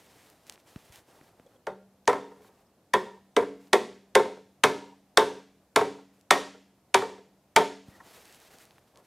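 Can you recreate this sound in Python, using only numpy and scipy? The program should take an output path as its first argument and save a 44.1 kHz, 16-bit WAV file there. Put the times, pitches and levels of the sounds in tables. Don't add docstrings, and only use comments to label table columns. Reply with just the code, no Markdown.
import sys
import numpy as np
from scipy import signal
from scipy.fft import rfft, irfft, next_fast_len
from scipy.io import wavfile
from scipy.ndimage import uniform_filter1d

SR = 44100
rng = np.random.default_rng(int(sys.argv[2]) if len(sys.argv) > 2 else 0)


def file_out(sig):
    cols = np.atleast_2d(sig).T
    lim = np.clip(cols, -1, 1)
    pcm = np.round(lim * 32767).astype(np.int16)
    wavfile.write(sys.argv[1], SR, pcm)


def invert_db(level):
    return 10 ** (np.asarray(level, dtype=float) / 20)


N = 399546


def evened(x):
    return x / np.sqrt(np.mean(x ** 2) + 1e-20)


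def read(points, hz):
    f, value = np.transpose(points)
    return np.interp(np.log(hz + 1), np.log(f + 1), value)


def add(mix, s, sound):
    part = mix[round(s * SR):][:len(sound)]
    part += sound[:len(part)]


def colour(x, points):
    size = next_fast_len(len(x))
    gain = invert_db(read(points, np.fft.rfftfreq(size, 1 / SR)))
    return irfft(rfft(x, size) * gain, size)[:len(x)]


def noise(points, patchy_db):
    a, b, patches = rng.standard_normal((N // 128 + 6, 257, 3)).T
    patches = uniform_filter1d(patches, size=8, axis=0)
    patches = evened(uniform_filter1d(patches, size=12, axis=1))
    colour_db = read(points, np.fft.rfftfreq(512, 1 / SR))[:, None]
    z = (a + 1j * b) * invert_db(colour_db + patchy_db * patches)
    return evened(signal.istft(z, nperseg=512, noverlap=384)[1][:N])


def ring(modes, t, rise_cycles):
    hz, db, t60 = modes.T[:, :, None]
    sign = (-1) ** np.arange(len(hz))[:, None]
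    rise = 1 - np.exp(-t * hz / rise_cycles)
    tones = sign * invert_db(db - 60 * t / t60) * rise * np.sin(2 * np.pi * hz * t)
    return tones.sum(0)


# (frequency [Hz], level [dB per Hz])
AIR_COLOUR = [(20, -28.5), (40, -17.5), (65, -3), (120, -5), (200, -2.5), (400, -9), (650, -7),
              (1000, -14.5), (1500, -20.5), (3000, -25), (8000, -28.5), (14000, -30.5), (15500, -37),
              (16500, -68)]
# (frequency [Hz], level [dB])
AIR_WIDTH = [(60, -19.5), (180, -28.5), (550, -19.5), (1650, -11), (4970, -3.5), (15000, -3.5)]


def quiet_background():
    air_db = -67
    differing = invert_db(air_db) * colour(noise(AIR_COLOUR, patchy_db=.5), AIR_WIDTH)
    shared = invert_db(air_db) * noise(AIR_COLOUR, patchy_db=.8)
    return shared, differing


# (frequency [Hz], time to fall 60 dB [s])
ROOM_DECAY = [(100, 0.39), (300, 0.46), (700, 0.38), (1800, 0.43), (4800, 0.32), (9000, 0.5),
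              (14000, 0.076)]
# (frequency [Hz], level [dB])
WALL_COLOUR = [(100, 14.5), (400, -4), (1000, -8), (3000, -5), (8000, -23), (14000, -32.5)]


def workshop(x):
    out, turn = np.zeros(N), np.arange(N) / SR * 1.7
    fading = invert_db(-60 * np.arange(SR) / SR / 0.38)
    for k in range(3):
        taps = np.zeros(SR)
        at = np.arange(140, SR - 20, 20)
        taps[at + rng.integers(0, 20, len(at))] = rng.choice([-1., 1.], len(at))
        hz, t, z = signal.stft(taps, SR, nperseg=256)
        tail_db = read(WALL_COLOUR, hz)[:, None] - 60 * t / read(ROOM_DECAY, hz)[:, None]
        tail = signal.istft(z * invert_db(tail_db), SR, nperseg=256)[1]
        share = np.sqrt(2 / 3) * np.cos(np.pi * (turn + k / 3))
        out += signal.fftconvolve(x * share, tail / np.linalg.norm(taps * fading))[:N]
    return out


# (start [s], length [s], hiss level [dB], dull drag level [dB])
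STROKES = [(-.05, 0.38, -63, -65), (.33, 0.11, -71, -75), (0.453, 0.096, -61.5, -62.5),
           (0.556, 0.053, -70, -69), (0.655, 0.24, -62.5, -65.5), (0.909, 0.081, -57.5, -62),
           (1.065, 0.15, -66.5, -62), (1.217, 0.076, -66.5, -66), (1.284, 0.28, -75, -67),
           (2.285, 0.13, -72.5, -65), (2.403, 0.079, -67, -72), (2.48, 0.14, -75, -66.5),
           (3.59, .09, -68.5, -65), (6.123, 0.081, -73.5, -78), (7.86, 0.31, -65, -62),
           (8.035, 0.079, -60, -60), (8.119, 0.099, -56, -60), (8.227, 0.25, -59.5, -65),
           (8.49, 0.098, -60.5, -64), (8.583, 0.056, -58, -67), (8.644, 0.14, -69.5, -66.5),
           (8.79, 0.13, -75, -72), (8.941, 0.063, -69, -62), (9.02, .1, -70.5, -77.5)]


def strokes(column, lift_s):
    grip_s, linger_db, linger_s = .022, -9, .06
    restless_db = 1.2
    t, power = np.arange(0, N + 64, 64) / SR, 0
    for row in STROKES:
        start, length = row[:2]
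        rise = np.exp(np.minimum(t - start - grip_s, 0) / grip_s)
        after = np.maximum(t - start - length, 0)
        fade = np.maximum(np.exp(-after / lift_s), invert_db(linger_db) * np.exp(-after / linger_s))
        power = power + (invert_db(row[column]) * rise * fade) ** 2
    restless = evened(uniform_filter1d(rng.standard_normal(len(t)), size=14))
    return np.interp(np.arange(N) / SR, t, np.sqrt(power) * invert_db(restless_db * restless))


# (frequency [Hz], level [dB per Hz])
HISS_COLOUR = [(470, -27.5), (800, 0), (907, -4), (1950, -0.5), (2100, -2), (3790, -4.5), (14100, -11),
               (15000, -16), (16000, -22.5)]
# (frequency [Hz], level [dB per Hz])
DRAG_COLOUR = [(30, -27), (60, -1), (150, -3.5), (400, 2.5), (800, -1), (1500, -11), (2500, -27.5),
               (5000, -57.5)]


def sliding():
    hiss, drag = strokes(column=2, lift_s=.016), strokes(column=3, lift_s=.04)
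    grit = rng.standard_normal(N)
    grit *= invert_db(3.5 * np.minimum(rng.exponential(1, N), 4))
    grit *= rng.random(N) < 700 / SR
    hissing = evened(noise(HISS_COLOUR, patchy_db=.8) + .3 * evened(colour(grit, HISS_COLOUR)))
    return hiss * hissing + drag * noise(DRAG_COLOUR, patchy_db=1.2)


# (time [s], peak level [dB], centre frequency [Hz])
TICKS = [(.300, -38, 9000), (0.4675, -40, 6000), (.475, -41, 11000), (.481, -44, 5200), (0.4966, -22, 5150),
         (.523, -35, 5000), (.540, -42, 7000), (.557, -44, 3000), (.577, -46, 1500), (.600, -49, 4000),
         (0.7598, -39, 1630), (3.672, -50, 4000), (.923, -39, 6000), (.958, -34, 6000),
         (1.212, -46.5, 1360), (1.397, -49.5, 1500), (1.464, -52, 5000), (2.055, -48, 3890),
         (6.211, -46, 6040), (8.254, -40, 4990), (8.295, -46.5, 3000), (8.325, -39, 7000),
         (8.346, -39, 6000), (8.401, -40, 7000), (8.585, -40, 5940), (8.653, -40, 7000),
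         (8.708, -43.5, 2610), (8.782, -45, 1500), (8.958, -44, 3500), (8.973, -40.5, 4970)]


def skin_ticks():
    out, t = np.zeros(N), np.arange(-40, 1200) / SR
    for s, db, hz in TICKS:
        u = 4.4 * t * hz
        after = 0.065 * rng.standard_normal(len(t)) * np.exp(-abs(t) / 0.0018) * (t > 0)
        add(out, s, invert_db(db) * (-2.3 * u * np.exp(-u ** 2) + after))
    return out


# (time [s], peak level [dB], push length [s])
THUMPS = [
    (0.76, -34, 0.0015),
    (0.897, -49.5, 0.0032),
    (1.212, -49, 0.00082),
    (1.398, -46, 0.00084),
    (1.45, -58, 0.0012),
    (7.884, -40.5, 0.0018),
    (8.53, -68, 0.0022),
]


def palm_thumps():
    out, t = np.zeros(N), np.arange(1240) / SR
    for s, db, length in THUMPS:
        u = t / length - 1.2
        add(out, s, invert_db(db) * (1 - 1.95 * u ** 2) * np.exp(-u ** 2 / (1.3 + 0.72 * (u > 0))))
    return out


# (time [s], level [dB], frequency [Hz], length [s])
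SQUEAKS = [(1.08, -80, 8200, .09), (1.456, -51, 500, .02), (1.463, -70, 3300, .015),
           (1.553, -58, 480, .018), (1.557, -71, 3300, .015), (2.65, -80, 5100, .04),
           (7.66, -58, 1850, .12), (7.89, -63, 1860, .12), (7.994, -51, 980, .03), (7.997, -57, 1350, .025),
           (7.998, -50, 1850, .02), (8.022, -55, 950, .012), (8.94, -58, 560, .07), (8.96, -61, 1050, .04)]


def finger_squeaks():
    out = np.zeros(N)
    for s, db, hz, length in SQUEAKS:
        size = round(length * SR)
        band = signal.butter(2, [hz - 70, hz + 70], "bandpass", fs=SR)
        squeak = evened(signal.lfilter(*band, rng.standard_normal(size + 400))[400:])
        add(out, s, invert_db(db) * squeak * np.hanning(size))
    return out


def hand():
    return sliding() + skin_ticks() + palm_thumps() + finger_squeaks()


# (frequency [Hz], time to fall 60 dB [s])
BENCH_TONES = [(194, 1.1), (280, .65)]
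# (frequency [Hz], level [dB per Hz])
THUD_COLOUR = [(25, -23.5), (60, -6.5), (110, -2.5), (170, 1), (260, -16), (500, -47)]
# (frequency [Hz], level [dB], time to fall 60 dB [s])
FRAME_HUM = [(403, 1.5, 0.53), (515, -5, 0.55), (783, -13.5, 0.85), (944, -7, 0.96), (3620, -15.5, 0.52)]
# (time in the air [s], hum level [dB], upper bench ring level [dB])
ROCKS = [(0.069, -49, -64.5), (0.24, -36.5, -35), (0.27, -38, -56.5), (.16, -51, -33), (0.11, -39.5, -40.5),
         (0.18, -37.5, -38), (0.31, -34.5, -32.5), (0.23, -33, -34.5), (.24, -36.5, -31.5),
         (0.18, -34, -35), (.24, -35, -39.5), (0.164, -39, -33)]


def bench():
    thud_db, low_ring_db = -39, -42.5
    follows = 0.21
    out, t = np.zeros(N), np.arange(SR) / SR
    short = t[:SR // 2]
    hz, t60 = np.transpose(BENCH_TONES)
    for (s, db, *_), (settles, hum_db, high_db) in zip(BLOWS, ROCKS):
        felt_db = follows * db
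        thud = evened(colour(rng.standard_normal(SR), THUD_COLOUR))
        thud = thud * invert_db(felt_db + thud_db - 60 * t / 0.17) * (1 - np.exp(-t / 0.0092))
        rings = ring(np.array([hz, [felt_db + low_ring_db, high_db], t60]).T, t, rise_cycles=6.0)
        hum = 0
        for mode in FRAME_HUM:
            waver = 0.79 + evened(uniform_filter1d(rng.standard_normal(SR // 2), size=500))
            hum = hum + waver * ring(np.array([mode]), short, rise_cycles=5.5)
        add(out, s, thud + rings)
        add(out, s, invert_db(hum_db) * hum * np.exp(-np.maximum(short - settles, 0) / 0.0057))
    return out


# (frequency [Hz], level [dB], time to fall 60 dB [s])
WOOD_TONES = [(108, -30, 0.42), (142, -30, 0.37), (228.4, -12.5, 0.17), (304, -11, 0.17), (369.8, -7, .15),
              (405.8, -4, 0.18), (435.2, -3, .2), (481.5, -7.5, 0.2), (536, -6, .18), (607, -7.5, 0.48),
              (688, -7.5, .15), (763.2, -5, .15), (844, -6, 0.068), (910, 0, 0.43), (1006, -3, 0.23),
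              (1072, -3.5, 0.42), (1186, -10, 0.15), (1303, -7.5, .1), (1404, -9.5, .12),
              (1561, -10.5, .12), (1720, -9.5, 0.043), (1830, -7, 0.22), (1990, -7.5, 0.21),
              (2114, -5.5, 0.22), (2300, -6, .1), (2572, -7, 0.1), (3000, -9, 0.14), (3330, -1, 0.22),
              (3670, 1, 0.034), (4590, -10.5, 0.031)]


def knock(rail_db, leg_db, top_db, crack_db, chatter_s):
    t = np.arange(8000) / SR
    hz, db, t60 = np.transpose(WOOD_TONES)
    struck = [(330, leg_db - 5.5), (400, rail_db), (470, rail_db), (640, leg_db), (1100, leg_db),
              (1700, top_db), (3600, crack_db - 5.5)]
    pitch_spot, level_spot = rng.standard_normal((2, len(hz)))
    level_db = db + read(struck, hz) - 0.5 + 2.2 * level_spot
    damped = np.minimum(.6 * t60, np.clip(62 / hz, .03, .14))
    wood = ring(np.array([hz * (1 + 0.011 * pitch_spot), level_db, damped]).T, t, rise_cycles=0.63)
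    slips = rng.standard_normal(8000) * (rng.random(8000) < .06) * .19 * invert_db(-60 * t / chatter_s)
    slips[0] = 1
    return signal.fftconvolve(wood, slips / np.linalg.norm(slips))


def leading_notes(leg_db, rail_db, leg_hz):
    rail_hz = 424 + 1.05 * np.clip(rail_db, -8, 5)
    pair = [(rail_hz, leg_db + rail_db - 6.5, .11), (leg_hz, leg_db - 8.5, .09)]  # (Hz, dB, s)
    return ring(np.array(pair), np.arange(SR // 4) / SR, rise_cycles=1.8)


# (frequency [Hz], level [dB per Hz])
CRACK_COLOUR = [(590, -33), (1000, -2.5), (1850, 4.5), (2410, -3.5), (3580, -3.5), (8450, -10),
                (9600, -11.5), (13800, -26.5), (16000, -40)]
# (frequency [Hz], level [dB], time to fall 60 dB [s])
CRACK_RETURN = [(800, -30.5, .3), (1500, -8, 0.63), (3500, -2.5, 0.52), (7000, -10, 0.54),
                (10500, -14, 0.4), (15300, -17, 0.13), (16700, -39.5, .2)]


def crack(crack_db):
    t = np.arange(4096) / SR - .003
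    fall = np.exp(-t / .0018) + 0.19 * np.exp(-t / 0.015)
    burst = np.where(t < 0, .05, fall) * np.minimum((t + 0.0042) / 0.0015, 1)
    snap = invert_db(4.0) * evened(colour(rng.standard_normal(4096), CRACK_COLOUR)) * burst
    u = (t - .0004) / .00008
    slap = invert_db(7) * (1 - 2 * u ** 2) * np.exp(-u ** 2)

    hz, late, z = signal.stft(rng.standard_normal(SR // 2), SR, nperseg=1024)
    f, db, t60 = np.transpose(CRACK_RETURN)
    start_db = read(np.transpose([f, db]), hz)[:, None]
    z = z * invert_db(start_db - 60 * late / read(np.transpose([f, t60]), hz)[:, None])
    tools_db = 2 * rng.standard_normal((len(hz), 1))
    out = invert_db(-12.0) * signal.istft(z * invert_db(tools_db), SR, nperseg=1024)[1]
    out *= np.clip((np.arange(len(out)) / SR - .004) / 0.002, 0, 1)
    add(out, 0, snap - slap)
    return invert_db(crack_db) * out


# (time [s], strength [dB], rail against leg [dB], crack against leg [dB], leg note [Hz])
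BLOWS = [(1.668, -28, -2, -13.5, 905), (2.076, -16.5, 3.5, -5, 950), (2.936, -13.5, -4, -9, 999),
         (3.365, -12.5, 6, -11.5, 910), (3.731, -11.5, 2, -4.5, 1113), (4.152, -10, -0.5, -6.5, 929),
         (4.637, -9.5, -5, -4.5, 910), (5.173, -9.5, -5.5, -3.5, 896), (5.76, -9.5, -5, -6.5, 887),
         (6.307, -10, -7.5, -0.5, 980), (6.943, -11, -1, -3.5, 1023), (7.562, -11, -7.5, -1.5, 932)]
# (time [s], strength [dB], rail against leg [dB])
REBOUNDS = [(2.095, -21.5, 1.5), (2.128, -24, -2.5), (2.315, -53, 13.5), (2.359, -58.5, 9),
            (2.402, -60, 6.5), (2.443, -56.5, 6.5), (2.487, -62, 6), (3.047, -50.5, 0.5),
            (3.423, -33.5, 12), (4.193, -23.5, 5), (4.253, -37, -2), (4.368, -50.5, 4), (4.695, -29.5, 7.5),
            (5.215, -23.5, 5.5), (5.809, -21.5, 3.5), (5.986, -55.5, 7), (6.351, -24.5, -1.5),
            (6.542, -52.5, 9.5), (7.019, -28.5, 5.5), (7.178, -53, 8.5), (7.582, -22.5, 0.5),
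            (7.612, -28.5, 0)]


def mallet():
    wood, cracks = np.zeros(N), np.zeros(N)
    for s, db, rail_db, crack_db, leg_hz in BLOWS:
        top_db = db + 2.5 + 0.15 * crack_db
        add(wood, s, knock(db + rail_db, db, top_db, db + crack_db, chatter_s=0.13))
        add(wood, s + 0.0037, leading_notes(db, rail_db, leg_hz))
        add(cracks, s - .0022, crack(db + crack_db))
    for s, db, rail_db in REBOUNDS:
        leg_hz = [blow[4] for blow in BLOWS if blow[0] < s][-1]
        dull_db = db - 20
        add(wood, s, knock(db + rail_db, db, db + 3.5, dull_db, chatter_s=0.15))
        add(wood, s, leading_notes(db, rail_db, leg_hz))
        add(cracks, s, crack(dull_db))
    return wood, cracks


# (frequency [Hz], level [dB])
CLOSE_WIDTH = [(40, -21), (125, -27), (350, -38), (700, -42), (1400, -39), (2800, -32), (8000, -32),
               (14000, -22)]


def side_difference(near, skin):
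    smear = rng.standard_normal(600) * np.exp(-np.arange(600) / 150)
    smeared = signal.fftconvolve(near + 1.5 * skin, smear / np.linalg.norm(smear))[:N]
    return colour(smeared, CLOSE_WIDTH)


def scene():
    wood, cracks = mallet()
    skin = hand()
    near = wood + invert_db(-6.5) * workshop(wood) + cracks + bench() + skin
    side = side_difference(near, skin)
    air, air_side = quiet_background()
    mid, side = near + air, side + air_side
    return np.array([mid + side, mid - side])


def roll_off(x):
    return signal.sosfilt(signal.butter(12, 16670, fs=SR, output="sos"), x)


def record(dry):
    thin = signal.sosfilt(signal.butter(2, 58, "highpass", fs=SR, output="sos"), dry)
    soft = 1.1 * np.tanh(thin / 1.05)
    edge = signal.firwin(255, 16300, window=("kaiser", 9), fs=SR)
    mix = signal.oaconvolve(soft, edge[None], "same")
    return roll_off(mix)


dry = scene()
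out = record(dry)
file_out(out)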